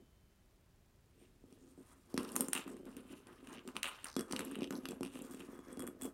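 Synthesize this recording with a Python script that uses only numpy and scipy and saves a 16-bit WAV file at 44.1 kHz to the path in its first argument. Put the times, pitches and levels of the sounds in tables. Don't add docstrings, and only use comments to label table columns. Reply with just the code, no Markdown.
import sys
import numpy as np
from scipy import signal
from scipy.fft import rfft, irfft
from scipy.io import wavfile

SR = 44100
rng = np.random.default_rng(int(sys.argv[2]) if len(sys.argv) > 2 else 0)


def waveform_to_disk(signal):
    frames = np.transpose(np.atleast_2d(signal))
    scaled = np.clip(frames, -1, 1) * 32767
    samples = np.round(scaled).astype(np.int16)
    wavfile.write(sys.argv[1], SR, samples)


N = 270333

# frequency_hz, density_db
HUSH_SPECTRUM = [(15, -39), (25, -4), (107, -8.5), (333, -19.5), (371, -16), (500, -25.5), (604, -23.5),
                 (749, -27.5), (2660, -33.5), (2970, -35), (3220, -35), (15800, -42)]
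# frequency_hz, t60_s
ROOM_DECAY = [(200, 0.094), (1000, 0.29), (3000, 0.09), (8000, 0.15), (15000, 0.16)]
# pitch_hz, level_db, t60_s
BOARD_MODES = [(189, -20, 0.063), (222, 0, 0.071), (267, -0.5, 0.052), (278.4, -2.5, 0.058),
               (349, 1, 0.061), (433.3, -6, 0.059), (519.3, -14, 0.11), (683, -10.5, 0.017)]
BELL_MODES = [(3330, -3, .1), (3390, -4, .08), (7930, -2, .06), (9500, -10, .04), (11290, -5, .05)]
# pitch_hz, level_db, t60_s
HOLLOW_MODES = [(787, -0.5, 0.0044), (1080, 7.5, 0.0063), (1218, 6.5, 0.009), (1506, -6, 0.016),
                (1757, 5.5, 0.0046), (2040, -2.5, 0.004)]
WALL_MODES = [(2043, 1, 0.0018), (2498, -8.5, 0.012), (2735, -3.5, 0.011), (2730, -6.5, 0.0031),
              (2924, -9, 0.011), (3140, -5, 0.0068), (3670, -3, 0.0039)]
GAP_MODES = [(4030, -4, 0.0029), (4740, 0, 0.002), (5470, -9, 0.0069), (6100, -5.4, 0.0042)]
SEAM_MODES = [(6740, -2, 0.003), (7370, -10, 0.016), (8130, -2, 0.0039), (8714, -2.5, 0.012),
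              (9480, -5.5, 0.017), (10380, -4.5, 0.0044), (11430, -5, 0.0065), (12660, -8.5, 0.0045),
              (13460, -7, 0.0047), (15300, -15, 0.0042), (15800, -19, 0.0066)]
# start_s, level_db
FLOOR_KNOCKS = [(1.439, -47.5), (1.524, -48.5), (1.777, -47.5), (1.807, -46.5), (2.142, -27.5),
                (2.177, -25), (2.205, -41), (2.231, -42), (2.347, -36.5), (2.408, -30.5), (2.485, -34.5),
                (2.553, -38), (2.59, -38), (2.663, -40), (2.742, -42.5), (2.8, -43), (2.864, -40),
                (2.892, -48), (2.966, -42.5), (3.052, -46.5), (3.133, -43.5), (3.267, -51), (3.428, -48),
                (3.469, -47), (3.501, -53), (3.578, -43), (3.652, -43.5), (3.676, -37.5), (3.75, -46),
                (3.766, -40), (4.041, -49.5), (4.165, -26), (4.193, -30.5), (4.206, -32), (4.309, -41),
                (4.333, -28.5), (4.395, -34.5), (4.405, -33), (4.456, -43), (4.519, -38.5), (4.586, -33),
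                (4.62, -28), (4.707, -30), (4.738, -35), (4.834, -44), (4.853, -39.5), (4.887, -35.5),
                (4.907, -35), (4.931, -34.5), (5.008, -29), (5.03, -35), (5.047, -38), (5.158, -43.5),
                (5.191, -41), (5.214, -39), (5.246, -40.5), (5.304, -40.5), (5.343, -38), (5.397, -43),
                (5.487, -41), (5.531, -41), (5.59, -43), (5.671, -48), (5.726, -41), (5.773, -35),
                (5.797, -34), (5.837, -44), (5.885, -38.5), (6.023, -38.5), (6.053, -38.5), (6.076, -38)]
# peak_s, swell_s, fade_db_per_s, rumble_db, scuff_db, wall_share_db, grit_share_db
BALL_LURCHES = [(1.225, 0.11, 130, -65, -85, 8.5, 6), (1.539, 0.22, 67, -63, -85, 1, 7.5),
                (1.68, 0.11, 99, -62.5, -84, -15, 6), (1.81, 0.081, 400, -60.5, -77.5, -29, 8.5),
                (1.924, 0.22, 226, -95, -67.5, -16, -5), (2.1, 0.021, 96, -95, -70.5, -17, -4.5),
                (2.187, 0.015, 120, -41.5, -53.5, -4.5, -1.5), (2.42, 0.27, 137, -45.5, -56.5, -7, 0.5),
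                (2.561, 0.031, 231, -50.5, -50, 6, 4), (2.684, 0.063, 110, -47, -65, -2.5, -0.5),
                (2.868, 0.016, 140, -51, -62, -5.5, -2), (2.976, .03, 245, -50, -66.5, 1, -1),
                (3.111, 0.082, 114, -52, -63, -3, -4.5), (3.283, 0.039, 113.5, -56.5, -61.5, -8, -10.5),
                (3.532, 0.16, 142, -52, -59, -3, -7), (3.69, 0.041, 252, -50, -62.5, -9, -5.5),
                (3.767, 0.024, 332, -51.5, -58, -12, 1), (3.845, 0.017, 113, -77, -51.5, 2.5, 0),
                (3.99, 0.11, 150, -90, -64, 2.5, -18), (4.065, 0.015, 286, -70, -51, -12, -4),
                (4.185, 0.012, 226, -40.5, -53, -32, -4), (4.33, 0.089, 56, -43.5, -59, -11, -2),
                (4.41, 0.081, 139, -51, -57.5, 1.5, -2), (4.631, 0.2, 306, -43.5, -65.5, 6, -8),
                (4.725, 0.023, 148, -40.5, -58, -12, -7.5), (4.911, 0.15, 150, -45.5, -62.5, -5, -12),
                (5.039, 0.029, 206, -42, -63, -19, -10), (5.16, 0.075, 176, -48.5, -64, 5, 0.5),
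                (5.24, 0.075, 90, -51, -65.5, -25, 0.5), (5.31, 0.17, 83, -51.5, -62, -22, -3.5),
                (5.41, 0.078, 198, -51, -64, -3, -19.5), (5.549, 0.17, 92, -55.5, -61.5, -18, -7.5),
                (5.698, 0.092, 100, -50, -61.5, -39, -4.5), (5.829, 0.097, 143, -44.5, -61.5, -11.5, -32),
                (6.053, 0.066, 299, -43, -58, -18, -2)]
# start_s, hollow_db, wall_db, seam_db
SHELL_TAPS = [(1.526, -70, -57, -60.5), (2.1418, -55, -44, -46), (2.165, -66, -46, -54),
              (2.1771, -27, -30, -30), (2.2076, -49, -50.5, -47), (2.2315, -57, -54, -42),
              (2.2483, -63, -39, -48), (2.291, -54, -40, -45), (2.3187, -52, -65, -40),
              (2.356, -37, -48, -33), (2.3634, -29, -29.5, -19.5), (2.4076, -36, -33, -18.5),
              (2.4214, -32.5, -53, -51), (2.484, -38, -44, -33), (2.532, -26, -24, -18.5),
              (2.5934, -47, -34, -47), (2.6782, -40, -53, -50), (2.7676, -50, -53, -54),
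              (2.854, -69, -49, -52), (2.967, -53, -41, -44), (3.2702, -65, -44, -52.5),
              (3.472, -44.5, -40, -52), (3.676, -41, -37, -42), (3.6879, -40, -43, -50),
              (3.7553, -40.5, -41, -56), (3.7659, -32.5, -23, -35), (3.8306, -58, -13.5, -24.5),
              (4.0439, -33.5, -35.5, -33), (4.056, -31.5, -42, -42), (4.1651, -36, -31.5, -35),
              (4.193, -39, -33, -36.5), (4.2086, -35, -43, -38.5), (4.3109, -39, -34, -41),
              (4.324, -61, -27, -32.5), (4.3336, -31, -52, -47), (4.3634, -34, -23, -37),
              (4.3926, -29, -27, -31), (4.4063, -34.5, -28, -43), (4.4496, -62, -60, -38.5),
              (4.5131, -43, -45, -43.5), (4.519, -40.5, -42, -47), (4.5466, -65, -33.5, -58),
              (4.555, -42, -31, -42), (4.589, -65, -40, -48.5), (4.674, -70, -38, -57),
              (4.7073, -34.5, -37, -40.5), (4.7252, -41, -47, -44), (4.8553, -40.5, -27, -40.5),
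              (4.8871, -63, -34, -38), (4.909, -58, -45, -39.5), (4.919, -42, -46, -50.5),
              (5.0083, -42, -46, -46), (5.0315, -37.5, -28.5, -39), (5.1555, -42, -45, -55),
              (5.1898, -43, -64, -48), (5.22, -65, -61, -43), (5.3099, -57, -65, -43),
              (5.3366, -46, -53, -48), (5.3463, -53.5, -45, -46), (5.59, -44, -60, -56),
              (5.728, -56, -76, -47), (5.772, -71, -49, -49), (5.7939, -38, -55, -36.5),
              (5.8042, -42, -52, -39.5), (5.822, -41, -63, -41), (5.84, -61, -74, -49),
              (5.8681, -42, -62, -40), (5.8756, -38, -63, -39.5), (6.013, -47, -52, -45)]
# start_s, length_s, first_interval_s, interval_ratio,
# loss_db_per_rebound (negative grows louder), hollow_db, wall_db, gap_db, seam_db
REBOUND_RUNS = [(2.551, .028, .0122, 1.1, 4, -36.5, -15.5, -48, -30.5),
                (3.5316, .062, 0.008, 1.025, -1, -73, -45, -59, -75),
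                (3.843, 0.06, 0.013, 0.77, 2, -30.5, -22.5, -56, -35),
                (4.069, 0.089, 0.016, 0.95, .6, -55, -63, -39, -54),
                (4.608, 0.042, 0.012, .96, -2, -50.5, -34.5, -45, -55),
                (4.754, 0.037, 0.011, 1.05, 2.5, -65, -69, -39, -58),
                (5.0496, .031, .0117, .8, 3, -51, -33.5, -43, -45.5),
                (5.3948, 0.014, 0.0088, .55, -1, -53, -42, -80, -52),
                (6.02, 0.049, .0135, .85, 2.5, -48, -43, -49, -32)]
# time_s, share_db
GAP_RESPONSE = [(2.15, 4.5), (2.25, 0.5), (2.4, -9.5), (2.55, -6), (3.7, -6), (4.05, -8), (4.18, 5),
                (4.37, 0.5), (4.45, -22), (4.56, -28), (4.71, 1), (5.03, -2.5), (5.2, -11), (5.8, -0.5)]
# time_s, share_db
BELL_RESPONSE = [(2.1, -21), (2.5, -48), (4.1, -52), (4.17, -14), (4.3, -29), (5.1, -24), (5.22, -19),
                 (5.3, -19), (5.4, -36), (5.55, -16), (5.75, -19), (5.9, -24)]


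def from_db(db):
    return 10 ** (np.asarray(db) / 20)


def unit_rms(x):
    return x / np.sqrt(np.mean(x ** 2) + 1e-20)


def at_hz(points, hz):
    points_hz, values = np.transpose(points)
    return np.interp(np.log(hz), np.log(points_hz), values)


def drift(rate_hz):
    pole = np.exp(-2 * np.pi * rate_hz / SR)
    return unit_rms(signal.lfilter([1], [1, -2 * pole, pole * pole], rng.standard_normal(N + SR))[SR:])


def ring(clicks, hz, t60_s):
    decay, angle = from_db(-60 / (t60_s * SR)), 2 * np.pi * hz / SR
    return signal.lfilter([0, np.sin(angle)], [1, -2 * decay * np.cos(angle), decay ** 2], clicks + 1e-18)


def strike(start_s, blow_db, modes, contact_s, spread_db):
    at, sound = np.round(start_s * SR).astype(int), np.zeros(N)
    strength = from_db(spread_db * rng.standard_normal((len(at), len(modes))))
    phase = np.exp(2j * np.pi * rng.random((len(at), len(modes))))
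    swell = np.exp(-1 / (contact_s * SR))
    for k, (hz, level_db, t60_s) in enumerate(modes):
        push = np.full(N, 1e-18, complex)
        push[at] = from_db(blow_db + level_db) * strength[:, k] * phase[:, k]
        turn = np.exp(2j * np.pi * hz / SR)
        resonator = np.poly([swell * turn, from_db(-60 / (t60_s * SR)) * turn])
        sound += signal.lfilter([1 - swell], resonator, push).real
    return sound


def swarm(modes, per_s, size_db, clump_db, turn_db):
    contacts = rng.random(N) < per_s * from_db(clump_db * drift(25)) / SR
    sizes = contacts * from_db(size_db * np.minimum(rng.exponential(1, N), 4))
    sound = 0
    for hz, level_db, t60_s in modes:
        clicks = sizes * from_db(turn_db * drift(3.2)) * rng.standard_normal(N)
        sound += from_db(level_db) * ring(clicks, hz, t60_s)
    return unit_rms(sound)


def hush(level_db=-68.5, low_hz=27, top_hz=15950):
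    hz = np.maximum(np.fft.rfftfreq(N, 1 / SR), 1)
    colour = from_db(at_hz(HUSH_SPECTRUM, hz)) * (hz < top_hz) * (hz > low_hz)
    return from_db(level_db) * unit_rms(irfft(rfft(rng.standard_normal(N)) * colour, N))


def ticking(start_s=0.0105, period_s=0.05):
    at = (np.arange(start_s, N / SR, period_s) * SR).astype(int)
    ticks = np.zeros(N)
    ticks[at] = from_db(-54 + 1.2 * rng.standard_normal(len(at))) * rng.choice([-1, 1], len(at))
    return signal.sosfilt(signal.butter(2, [4500, 13000], "band", fs=SR, output="sos"), ticks)


def whine(pitch_hz=3080, middle_s=3.2, half_width_s=0.7):
    t = np.arange(N) / SR
    level_db = -84 - 10 * ((t - middle_s) / half_width_s) ** 4 + 2.5 * drift(6.0)
    return from_db(np.maximum(level_db, -200)) * np.sin(2 * np.pi * pitch_hz * t)


def opening_ring(tone_hz=3060, tone_t60_s=3.4, boards_t60_s=0.16):
    t = np.arange(N) / SR
    tone = from_db(-84 - 60 * t / tone_t60_s) * np.sin(2 * np.pi * tone_hz * t)
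    rumble = swarm(BOARD_MODES, per_s=800, size_db=1.0, clump_db=1.0, turn_db=1.0)
    return tone + from_db(-56 - 60 * t / boards_t60_s) * rumble


def room(direct, level_db=-11, delay_s=0.0035):
    t, tail = np.arange(int(0.8 * SR)) / SR, 0
    for low_hz in 100 * 2.0 ** np.arange(8):
        octave = signal.butter(2, [low_hz, min(2 * low_hz, 0.45 * SR)], "band", fs=SR, output="sos")
        decay = from_db(-60 * t / at_hz(ROOM_DECAY, np.sqrt(2) * low_hz))
        tail += signal.sosfilt(octave, rng.standard_normal(len(t))) * decay
    tail *= np.clip(t / delay_s - 1, 0, 1)
    return from_db(level_db) * signal.fftconvolve(direct, tail / np.sqrt(np.sum(tail ** 2)))[:N]


def floor_thump(pitch_hz=89, t60_s=0.12, hard_knock_db=-24.5):
    start_s, knock_db = np.transpose(FLOOR_KNOCKS)
    floor_mode = [(pitch_hz, -22.5, t60_s)]
    return strike(start_s, 2 * knock_db - hard_knock_db, floor_mode, contact_s=0.0067, spread_db=5.0)


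def board_knocks(top_hz=800):
    start_s, knock_db = np.transpose(FLOOR_KNOCKS)
    push = np.zeros(N)
    push[np.round(start_s * SR).astype(int)] = from_db(knock_db - 9.0)
    knocks = sum(from_db(level_db) * ring(push, hz, t60_s) for hz, level_db, t60_s in BOARD_MODES)
    return signal.sosfilt(signal.butter(2, top_hz, fs=SR, output="sos"), knocks)


def lurch_gains(swell_db=17):
    t, power = np.arange(0, N + 64, 64) / SR, 0
    for peak_s, swell_s, fade_db_per_s, rumble_db, scuff_db, wall_db, grit_db in BALL_LURCHES:
        shape_db = np.where(t < peak_s, swell_db * (t - peak_s) / swell_s, fade_db_per_s * (peak_s - t))
        levels_db = np.array([rumble_db, scuff_db, scuff_db + wall_db, scuff_db + grit_db])
        power += from_db(levels_db[:, None] + shape_db) ** 2
    return [np.interp(np.arange(N) / SR, t, np.sqrt(layer)) for layer in power]


def rolling(paw_damping=0.6):
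    rumble_gain, hollow_gain, wall_gain, grit_gain = lurch_gains()
    bell_gain = grit_gain * from_db(6.5 + np.interp(np.arange(N) / SR, *np.transpose(BELL_RESPONSE)))
    grit_modes = np.array(GAP_MODES + SEAM_MODES) * [1, 1, paw_damping]
    rumble = rumble_gain * swarm(BOARD_MODES, per_s=420, size_db=3.5, clump_db=2.0, turn_db=1.0)
    hollow = hollow_gain * swarm(HOLLOW_MODES, per_s=3000, size_db=2.5, clump_db=2.5, turn_db=2.0)
    wall = wall_gain * swarm(WALL_MODES, per_s=2200, size_db=4.5, clump_db=3.5, turn_db=-0.5)
    grit = grit_gain * swarm(grit_modes, per_s=5000, size_db=5.5, clump_db=7.0, turn_db=4.5)
    bell = bell_gain * swarm(BELL_MODES, per_s=200, size_db=1.0, clump_db=1.0, turn_db=2.0)
    return rumble + hollow + wall + grit + bell


def rebounds():
    clicks = []
    for start_s, length_s, first_s, ratio, loss_db, *family_db in REBOUND_RUNS:
        intervals_s = first_s * ratio ** np.arange(12)
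        for count, after_s in enumerate(np.cumsum(intervals_s) - intervals_s):
            if after_s <= length_s:
                clicks.append((start_s + after_s, *(np.array(family_db) - loss_db * count)))
    return np.array(clicks)


def shell_clicks():
    tap_s, hollow_db, wall_db, seam_db = np.transpose(SHELL_TAPS)
    gap_db = (wall_db + seam_db) / 2 + np.interp(tap_s, *np.transpose(GAP_RESPONSE))
    taps = np.transpose([tap_s, hollow_db, wall_db, gap_db, seam_db])
    start_s, hollow_db, wall_db, gap_db, seam_db = np.vstack([taps, rebounds()]).T
    bell_db = seam_db + np.interp(start_s, *np.transpose(BELL_RESPONSE))
    hollow = strike(start_s, hollow_db - 11.0, HOLLOW_MODES, contact_s=0.00013, spread_db=-2.0)
    wall = strike(start_s, wall_db - 8.0, WALL_MODES, contact_s=0.00037, spread_db=2.0)
    gap = strike(start_s, gap_db, GAP_MODES, contact_s=0.00042, spread_db=2.5)
    seam = strike(start_s, seam_db - 5.0, SEAM_MODES, contact_s=0.0002, spread_db=4.5)
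    bell = strike(start_s, bell_db, BELL_MODES, contact_s=0.00041, spread_db=5.0)
    return hollow + wall + gap + seam + bell


def scene():
    ball = shell_clicks() + board_knocks() + rolling()
    low_cut = signal.butter(4, 183.6, "high", fs=SR, output="sos")
    in_room = signal.sosfilt(low_cut, ball + room(ball) + opening_ring())
    return (in_room + floor_thump() + whine() + hush() + ticking())[None]


def record(dry, cutoff_hz=16900):
    return signal.sosfilt(signal.cheby2(12, 60, cutoff_hz, fs=SR, output="sos"), dry)


dry = scene()
out = record(dry)
waveform_to_disk(out)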